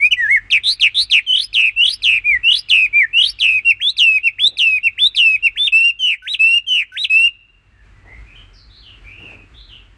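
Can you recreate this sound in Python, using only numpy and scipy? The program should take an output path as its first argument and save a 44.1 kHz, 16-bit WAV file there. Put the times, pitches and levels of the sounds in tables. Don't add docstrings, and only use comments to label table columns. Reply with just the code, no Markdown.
import sys
import numpy as np
from scipy import signal
from scipy.fft import rfft, irfft, next_fast_len
from scipy.io import wavfile
from scipy.ndimage import uniform_filter1d, minimum_filter1d

SR = 44100
rng = np.random.default_rng(int(sys.argv[2]) if len(sys.argv) > 2 else 0)


def master_out(mix):
    frames = np.transpose(np.atleast_2d(mix))
    ceiling = np.clip(frames, -1, 1)
    pcm = np.round(ceiling * 32767).astype(np.int16)
    wavfile.write(sys.argv[1], SR, pcm)


N = 439677

# f/Hz, relative level/dB
HISS_SPECTRUM = [(400, -29), (1000, -19.5), (1500, -1.5), (2400, 14), (4200, -5), (5200, -1), (6300, 6.5),
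                 (7000, -28), (7900, -8), (9500, -2), (11200, -6), (12400, -14)]


def amp(db):
    return 10 ** (np.asarray(db) / 20)


def unit_level(x):
    return x / np.sqrt(np.mean(x ** 2) + 1e-20)


def value_at(points, hz):
    f, value = np.transpose(points)
    return np.interp(np.log(hz + 1), np.log(f + 1), value)


def add(mix, start_s, sound):
    part = mix[max(round(start_s * SR), 0):][:len(sound)]
    part += sound[:len(part)]


def waver(size, hz):
    padded = next_fast_len(size + 2048)
    f = np.fft.rfftfreq(padded, 1 / SR)
    slow = rfft(rng.standard_normal(padded)) / (1 + (f / hz) ** 2)
    return unit_level(irfft(slow, padded))[:size]


def noise(spectrum, size=N):
    padded = next_fast_len(size)
    gain = amp(value_at(spectrum, np.fft.rfftfreq(padded, 1 / SR)))
    return unit_level(irfft(rfft(rng.standard_normal(padded)) * gain, padded)[:size])


def fade(t, edge_s):
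    return np.sin(np.pi / 2 * np.clip(np.minimum(t, t[-1] - t) / edge_s, 0, 1)) ** 2


def reverb(x, stretch, build_s):
    # f/Hz, time to die away by 60 dB before stretching/s
    ring_times = [(1000, 1), (2800, 0.89), (4000, 0.83), (11000, 0.048)]
    reflections = rng.standard_normal(SR) * (rng.random(SR) < .1)
    hz, t, bands = signal.stft(reflections, SR, nperseg=256)
    ring_s = stretch * value_at(ring_times, hz)[:, None]
    tail = signal.istft(bands * amp(-60 * t / ring_s), SR, nperseg=256)[1]
    tail *= 1 - np.exp(-(np.arange(len(tail)) / SR / build_s) ** 2)
    return signal.fftconvolve(x, tail / np.linalg.norm(tail))[:N]


def background(drift_db=1.93):
    # f/Hz, relative level/dB
    rumble_spectrum = [(15, -42.5), (25, -23), (33, -25), (41, 7), (47, 4.5), (56, 5), (74, -14), (92, 2),
                       (115, -9.5), (157, -18), (260, -47), (440, -100)]
    air_spectrum = [(88, -27), (150, -12), (200, -4), (300, -4.5), (420, -8), (520, -14), (680, -13),
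                    (900, -13.5), (1330, -9), (2500, -10.5), (3450, -21), (4500, -23), (5500, -28.5),
                    (7850, -28.5), (13000, -53.5)]
    steady = amp(-44.5) * noise(rumble_spectrum) + amp(-54.5) * noise(air_spectrum)
    return steady * amp(drift_db * waver(N, 2.9))


def rustles():
    # start/s, length/s, rough band centre/Hz, level/dB
    swells = [(4.426, 0.19, 421, -48.5), (8.011, .17, 610, -51), (9.154, 0.317, 244, -51.5),
              (9.165, 0.28, 685, -54.5)]
    out = np.zeros(N)
    for start, length, hz, db in swells:
        t = np.arange(0, length, 1 / SR)
        band_filter = signal.butter(2, [hz / 1.9, hz * 1.4], "bandpass", fs=SR)
        band = unit_level(signal.lfilter(*band_filter, rng.standard_normal(len(t))))
        add(out, start, amp(db + 2.9 * waver(len(t), 30)) * band * fade(t, 0.059))
    return out


def far_bird(buzz=0.043, buzz_hz=130, rasp=0.021):
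    # start/s, length/s, first pitch/Hz, middle pitch/Hz, last pitch/Hz, relative level/dB
    answer_notes = [(7.702, 0.11, 1907, 1786, 1658, -50.5), (7.921, 0.15, 2040, 1936, 1954, -56.5),
                    (8.046, 0.11, 1836, 2076, 2175, -41), (8.254, 0.092, 2383, 2497, 2570, -42.5),
                    (8.348, 0.029, 2790, 3040, 3260, -30), (8.526, 0.094, 5730, 4730, 4230, -45.5),
                    (8.689, .11, 3530, 4070, 4300, -42.5), (8.812, 0.11, 3650, 2950, 2740, -39.5),
                    (9.036, 0.12, 2263, 2526, 2850, -36.5), (9.172, 0.16, 2810, 2680, 2420, -35.5),
                    (9.532, 0.092, 3320, 3710, 4280, -40), (9.681, 0.075, 3590, 2957, 2690, -36.5)]
    song = np.zeros(N)
    for start, length, first, middle, last, db in answer_notes:
        t = np.arange(0, length, 1 / SR)
        hz = np.polyval(np.polyfit([0, .5, 1], [first, middle, last], 2), t / length)
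        hz *= 1 + hz / 3000 * (buzz * np.sin(2 * np.pi * buzz_hz * t) + rasp * waver(len(t), 510))
        phase = 2 * np.pi * np.cumsum(hz) / SR
        tone = np.sin(phase) + amp(-35.5) * np.sin(2 * phase)
        voice = tone + amp(-28) * noise(HISS_SPECTRUM, len(t))
        add(song, start, amp(db) * fade(t, 0.022) * voice)
    return amp(-5) * song + amp(-5.5) * reverb(song, stretch=0.51, build_s=0.014)


def hiss(hz, level_db, depth_hz):
    octaves_off = np.abs(np.log2(hz / 2600))
    fall = np.maximum(-np.gradient(np.log2(hz)) * SR, 0)
    rough_db = np.maximum(14 * np.tanh(depth_hz / 170), 15 * np.tanh(fall / 35))
    calm_db = .4 * level_db - 62
    hiss_db = calm_db + rough_db + 16 * octaves_off
    return amp(hiss_db + 2 * waver(len(hz), 150)) * noise(HISS_SPECTRUM, len(hz))


def fizz(hz, level_db, depth_hz, above_hz=5400, width_hz=330):
    fizz_db = -54 + 0.47 * level_db + 13 * np.tanh(depth_hz / 120) + 17 * np.log2(hz / 2600)
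    phase = 2 * np.pi * np.cumsum(hz + above_hz) / SR
    return amp(fizz_db) * waver(len(hz), width_hz) * np.sin(phase)


def overtones(phase, hz, flutter_db=4, blur_radians=0.3):
    # multiple of the pitch, relative level/dB
    multiples = [(.5, -49), (1.5, -28.5), (2, -28), (2.5, -49.5), (3, -45.5), (3.5, -58), (4, -46)]
    # f/Hz, gain/dB
    overtone_balance = [(800, -8), (1500, -1.5), (3500, -14), (4300, -19), (5000, -12), (5500, -7.5),
                        (6200, 2.5), (7000, -18.5), (7900, 5), (9000, 8.5), (11200, -4.5), (12400, -11.5)]
    out = np.zeros(len(hz))
    for multiple, db in multiples:
        gain = amp(db + flutter_db * waver(len(hz), 40) + value_at(overtone_balance, multiple * hz))
        wave = np.sin(multiple * phase + blur_radians * waver(len(hz), 310))
        out += gain * wave * (multiple * hz < SR / 2)
    return out


def syrinx(t, line_hz, level_db, depth_hz=0, trill_hz=0, *, bright_db, noise_db):
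    # f/Hz, gain/dB
    carrying = [(1500, -9.5), (1800, -6.5), (2200, -3.5), (2800, 0), (3500, -3), (4000, -5.5),
                (4500, -13.5), (5300, -12)]
    level_db = level_db + value_at(carrying, line_hz)
    trill = np.sin(2 * np.pi * np.cumsum(trill_hz * (1 + .017 * waver(len(t), 43))) / SR)
    swing_hz = depth_hz * (trill + 0.15 * waver(len(t), 450))
    shake = 0.0015 * (line_hz / 2600) ** 4 * waver(len(t), 400)
    hz = line_hz * (1 + shake) + swing_hz
    phase = 2 * np.pi * np.cumsum(hz) / SR
    tone = np.sin(phase) * (1 + amp(-52) * waver(len(t), 1300))
    tone += amp(bright_db) * overtones(phase, hz)
    pulse = np.maximum(1 - swing_hz / 620, .1) / np.sqrt(1 + (depth_hz / 800) ** 2)
    haze = hiss(line_hz, level_db, depth_hz) * fade(t, .007) + fizz(hz, level_db, depth_hz)
    return (np.sqrt(2) * amp(level_db) * pulse * tone + amp(noise_db) * haze) * fade(t, .003)


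def swell(t, attack_s, release_s, quieter_db=20.5):
    return -quieter_db * (np.exp(-(t / attack_s) ** 1.25) + np.exp((t - t[-1]) / release_s))


def closing(t, drop, time_s):
    return 1 - drop * np.exp(-((t[-1] - t) / time_s) ** 2)


def arch(t, first_hz, top_hz, last_hz, top_at, db, bright_db):
    side = np.interp(t / t[-1], [0, np.clip(top_at, .05, .95), 1], [-1, 0, 1])
    end_hz = np.where(side < 0, first_hz, last_hz)
    hz = top_hz + (end_hz - top_hz) * np.sin(np.pi / 2 * abs(side)) ** 2.5
    level_db = db + swell(t, attack_s=0.016, release_s=0.0056)
    return syrinx(t, hz, level_db, bright_db=bright_db, noise_db=3.5)


def blip(hz=2750, drop=0.16, length_s=0.0066):
    t = np.arange(0, length_s, 1 / SR)
    phase = 2 * np.pi * np.cumsum(hz * (1 - drop * t / length_s)) / SR
    return np.sqrt(2) * np.sin(phase) * fade(t, 0.0033)


def plunge(t, floor_hz, fall_s, trill_hz, trill_s, db):
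    hz = floor_hz + 2150 * np.exp(-(t / fall_s) ** 1.3) + 750 * np.exp(-t / 0.076)
    hz *= closing(t, drop=0.15, time_s=0.008)
    depth_hz = 220 * (1 - np.exp(-t / .015)) / (1 + (t / trill_s) ** 4)
    level_db = db - 14 * t + swell(t, attack_s=.011, release_s=.003)
    return syrinx(t, hz, level_db, depth_hz, trill_hz, bright_db=1, noise_db=-1.5)


def climb(t, first_hz, last_hz, trill_hz, db, depth_hz=245):
    hz = first_hz + (last_hz - first_hz) * (t / t[-1]) ** 1.6
    level_db = db + swell(t, attack_s=0.031, release_s=0.0078)
    return syrinx(t, hz, level_db, depth_hz, trill_hz, bright_db=-3.5, noise_db=1)


def swoop(t, low_hz, offset_hz, bend, wobble_hz, db, top_hz=5350):
    progress = t / t[-1]
    hz = low_hz + offset_hz * np.exp(-t / 0.019) + (top_hz - low_hz) * progress ** bend
    depth_hz = 520 * np.exp(-((progress - 0.698) / .27) ** 2)
    level_db = db + swell(t, attack_s=.017, release_s=0.0018)
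    return syrinx(t, hz, level_db, depth_hz, wobble_hz, bright_db=-5.5, noise_db=3)


def chip(t, pitch_hz, db):
    hz = pitch_hz * closing(t, drop=0.22, time_s=0.014)
    level_db = db + swell(t, attack_s=0.019, release_s=0.0051)
    return syrinx(t, hz, level_db, bright_db=-1.5, noise_db=-11.5)


def leap(t, leap_s, landing_hz, top_hz, last_hz, attack_s, db, low_hz=1500, snap_s=.02):
    turn_s = t[-1] - snap_s
    creep_hz = (top_hz - landing_hz) * np.minimum(t / turn_s, 1) ** 3.2
    snap_hz = (last_hz - top_hz) * np.maximum(t - turn_s, 0) / snap_s
    high_hz = landing_hz + creep_hz + snap_hz
    hz = low_hz + (high_hz - low_hz) / (1 + np.exp((leap_s - t) / .0055))
    level_db = db + swell(t, attack_s, release_s=0.0016)
    return syrinx(t, hz, level_db, bright_db=-4.5, noise_db=9.5)


def whistle(t, first_hz, last_hz, db):
    hz = first_hz + (last_hz - first_hz) * t / t[-1]
    hz *= (1 + 0.0052 * waver(len(t), 30)) * closing(t, drop=0.088, time_s=0.0069)
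    level_db = db + swell(t, attack_s=.007, release_s=.003)
    return syrinx(t, hz, level_db, bright_db=3, noise_db=-2)


def droop(t, first_hz, last_hz, db, trill_hz=165):
    progress = t / t[-1]
    hz = first_hz + (last_hz - first_hz) * progress ** 3.7 + 260 * np.exp(-t / 0.032)
    depth_hz = 220 * np.sin(np.pi / 2 * progress) ** 2
    level_db = db + swell(t, attack_s=0.015, release_s=0.012)
    return syrinx(t, hz, level_db, depth_hz, trill_hz, bright_db=0.5, noise_db=0.5)


def near_bird():
    # start/s, length/s, first/Hz, top/Hz, last/Hz, place of the top (0-1), level/dB, overtones/dB
    arches = [(0, 0.083, 2170, 2498, 2320, 0.93, -9.5, 1), (0.108, 0.036, 2820, 3024, 2300, 0.32, -5, 2),
              (0.165, 0.12, 1953, 1974, 1643, 0.02, -12.5, 2.5),
              (.268, 0.12, 1680, 2197, 1690, 0.58, -9, 0), (2.24, 0.14, 2270, 2446, 1891, 0.2, -5, -6),
              (2.927, 0.13, 2290, 2396, 1746, 0.41, -1.5, -5.5)]
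    # start/s, length/s, settles toward/Hz, fall time/s, trill rate/Hz, trill lasts/s, level/dB
    plunges = [(0.502, 0.083, 2175, 0.015, 148, 0.088, -10.5), (0.797, .087, 2295, 0.019, 161, .2, -9),
               (1.099, .1, 2342, 0.02, 142.5, 0.6, -6), (1.529, .17, 2470, 0.016, 119, 0.15, -6.5),
               (2.02, 0.17, 2468, 0.019, 124, 0.18, -6), (2.686, .182, 2419, 0.015, 95, 0.11, -3.5),
               (3.388, 0.21, 2447, .019, 111.5, 0.12, -7), (3.967, .222, 2477, 0.021, 153, 0.057, -4.5),
               (4.57, 0.22, 2444, 0.02, 150, 0.06, -9), (5.148, 0.22, 2487, 0.023, 148, 0.057, -11)]
    # start/s, length/s, first/Hz, last/Hz, trill rate/Hz, level/dB
    climbs = [(0.634, .11, 3574, 4900, 207.5, -5), (.944, .1, 3546, 4830, 199.5, -2.5)]
    # start/s, length/s, low/Hz, starts higher by/Hz, bend (a power), wobble rate/Hz, level/dB
    swoops = [(1.263, 0.19, 2960, 330, 2.94, 42, -8), (1.76, .19, 2655, 28, 2.09, 38, -6.5),
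              (2.431, 0.17, 2689, -57.5, 2.4, 40.5, -4), (3.129, 0.18, 2698, -88.5, 2.27, 41, -4.5)]
    # start/s, length/s, f/Hz, level/dB
    chips = [(3.647, 0.08, 2745, -1), (4.23, 0.064, 2735, -3.5), (4.829, 0.061, 2735, -6),
             (5.424, 0.062, 2751, -9)]
    # start/s, length/s, leap after/s, lands on/Hz, creeps to/Hz, last/Hz, attack/s, level/dB
    leaps = [(3.799, .11, 0.013, 3318, 3696, 4260, 0.028, -5),
             (4.384, 0.1, 0.0084, 3370, 3740, 4055, 0.038, -1),
             (4.977, 0.1, 0.01, 3470, 3640, 3990, 0.038, -5.5),
             (5.557, 0.13, 0.016, 3490, 3695, 2340, 0.025, -14),
             (6.221, .134, 0.056, 3710, 3997, 2284, 0.085, -8),
             (6.918, 0.14, 0.055, 3690, 4020, 2216, 0.093, -9)]
    # start/s, length/s, main slide from/Hz, to/Hz, level/dB
    whistles = [(5.72, 0.19, 2594, 2829, -6.5), (6.39, 0.2, 2570, 2857, -9),
                (7.095, 0.19, 2532, 2843, -11.5)]
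    droops = [(5.988, 0.17, 2968, 2103, -9.5), (6.664, .176, 2972, 2082, -12)]
    # t/s, gain/dB
    effort = [(0, 8.5), (2.5, -2), (4, 4), (5.4, 9.5), (6.1, 10.5), (7.3, 11)]
    # delay/s, gain/dB
    echoes = [(.0011, -31), (.0034, -16.5), (.0057, -26.5), (.0083, -14.5), (0.017, -17), (0.022, -26),
              (0.026, -36.5)]
    song = np.zeros(N)
    for kind, rows in [(arch, arches), (plunge, plunges), (climb, climbs), (swoop, swoops),
                       (chip, chips), (leap, leaps), (whistle, whistles), (droop, droops)]:
        for start, length, *note in rows:
            add(song, start, kind(np.arange(0, length, 1 / SR), *note))
    for start, *_ in plunges:
        add(song, start - .001, amp(-22.5) * blip())
    song *= amp(np.interp(np.arange(N) / SR, *np.transpose(effort)))
    heard = song.copy()
    for delay, db in echoes:
        add(heard, delay, amp(db) * song)
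    long_tail = amp(-38.5) * reverb(song, stretch=1.1, build_s=.02)
    short_tail = amp(-27.5) * reverb(song, stretch=0.19, build_s=0.0087)
    return heard + short_tail + long_tail


def scene():
    return (near_bird() + far_bird() + background() + rustles())[None]


def gain_control(x, ceiling_db=-9, hold_s=0.47, recover_db_per_s=46):
    power_db = 10 * np.log10(abs(uniform_filter1d(x ** 2, size=2600)) + 1e-12)
    needed_db = np.minimum(ceiling_db - power_db, 0)
    hold = round(hold_s * SR)
    held_cut_db = -minimum_filter1d(needed_db, hold, origin=(hold - 1) // 2)
    recovery_db = recover_db_per_s * np.arange(N) / SR
    cut_db = np.maximum.accumulate(held_cut_db + recovery_db) - recovery_db
    return x / amp(uniform_filter1d(cut_db, size=1300))


def record(dry, limit=.87, cutoff_hz=13000):
    held = gain_control(dry[0])
    envelope = uniform_filter1d(np.abs(signal.hilbert(held, next_fast_len(N))[:N]), size=24)
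    limited = held / (1 + (envelope / limit) ** 8) ** (1 / 8)
    lowpass = signal.firwin(401, cutoff_hz, window=("kaiser", 9), fs=SR)
    return signal.oaconvolve(limited, lowpass, "same")[None]


dry = scene()
out = record(dry)
master_out(out)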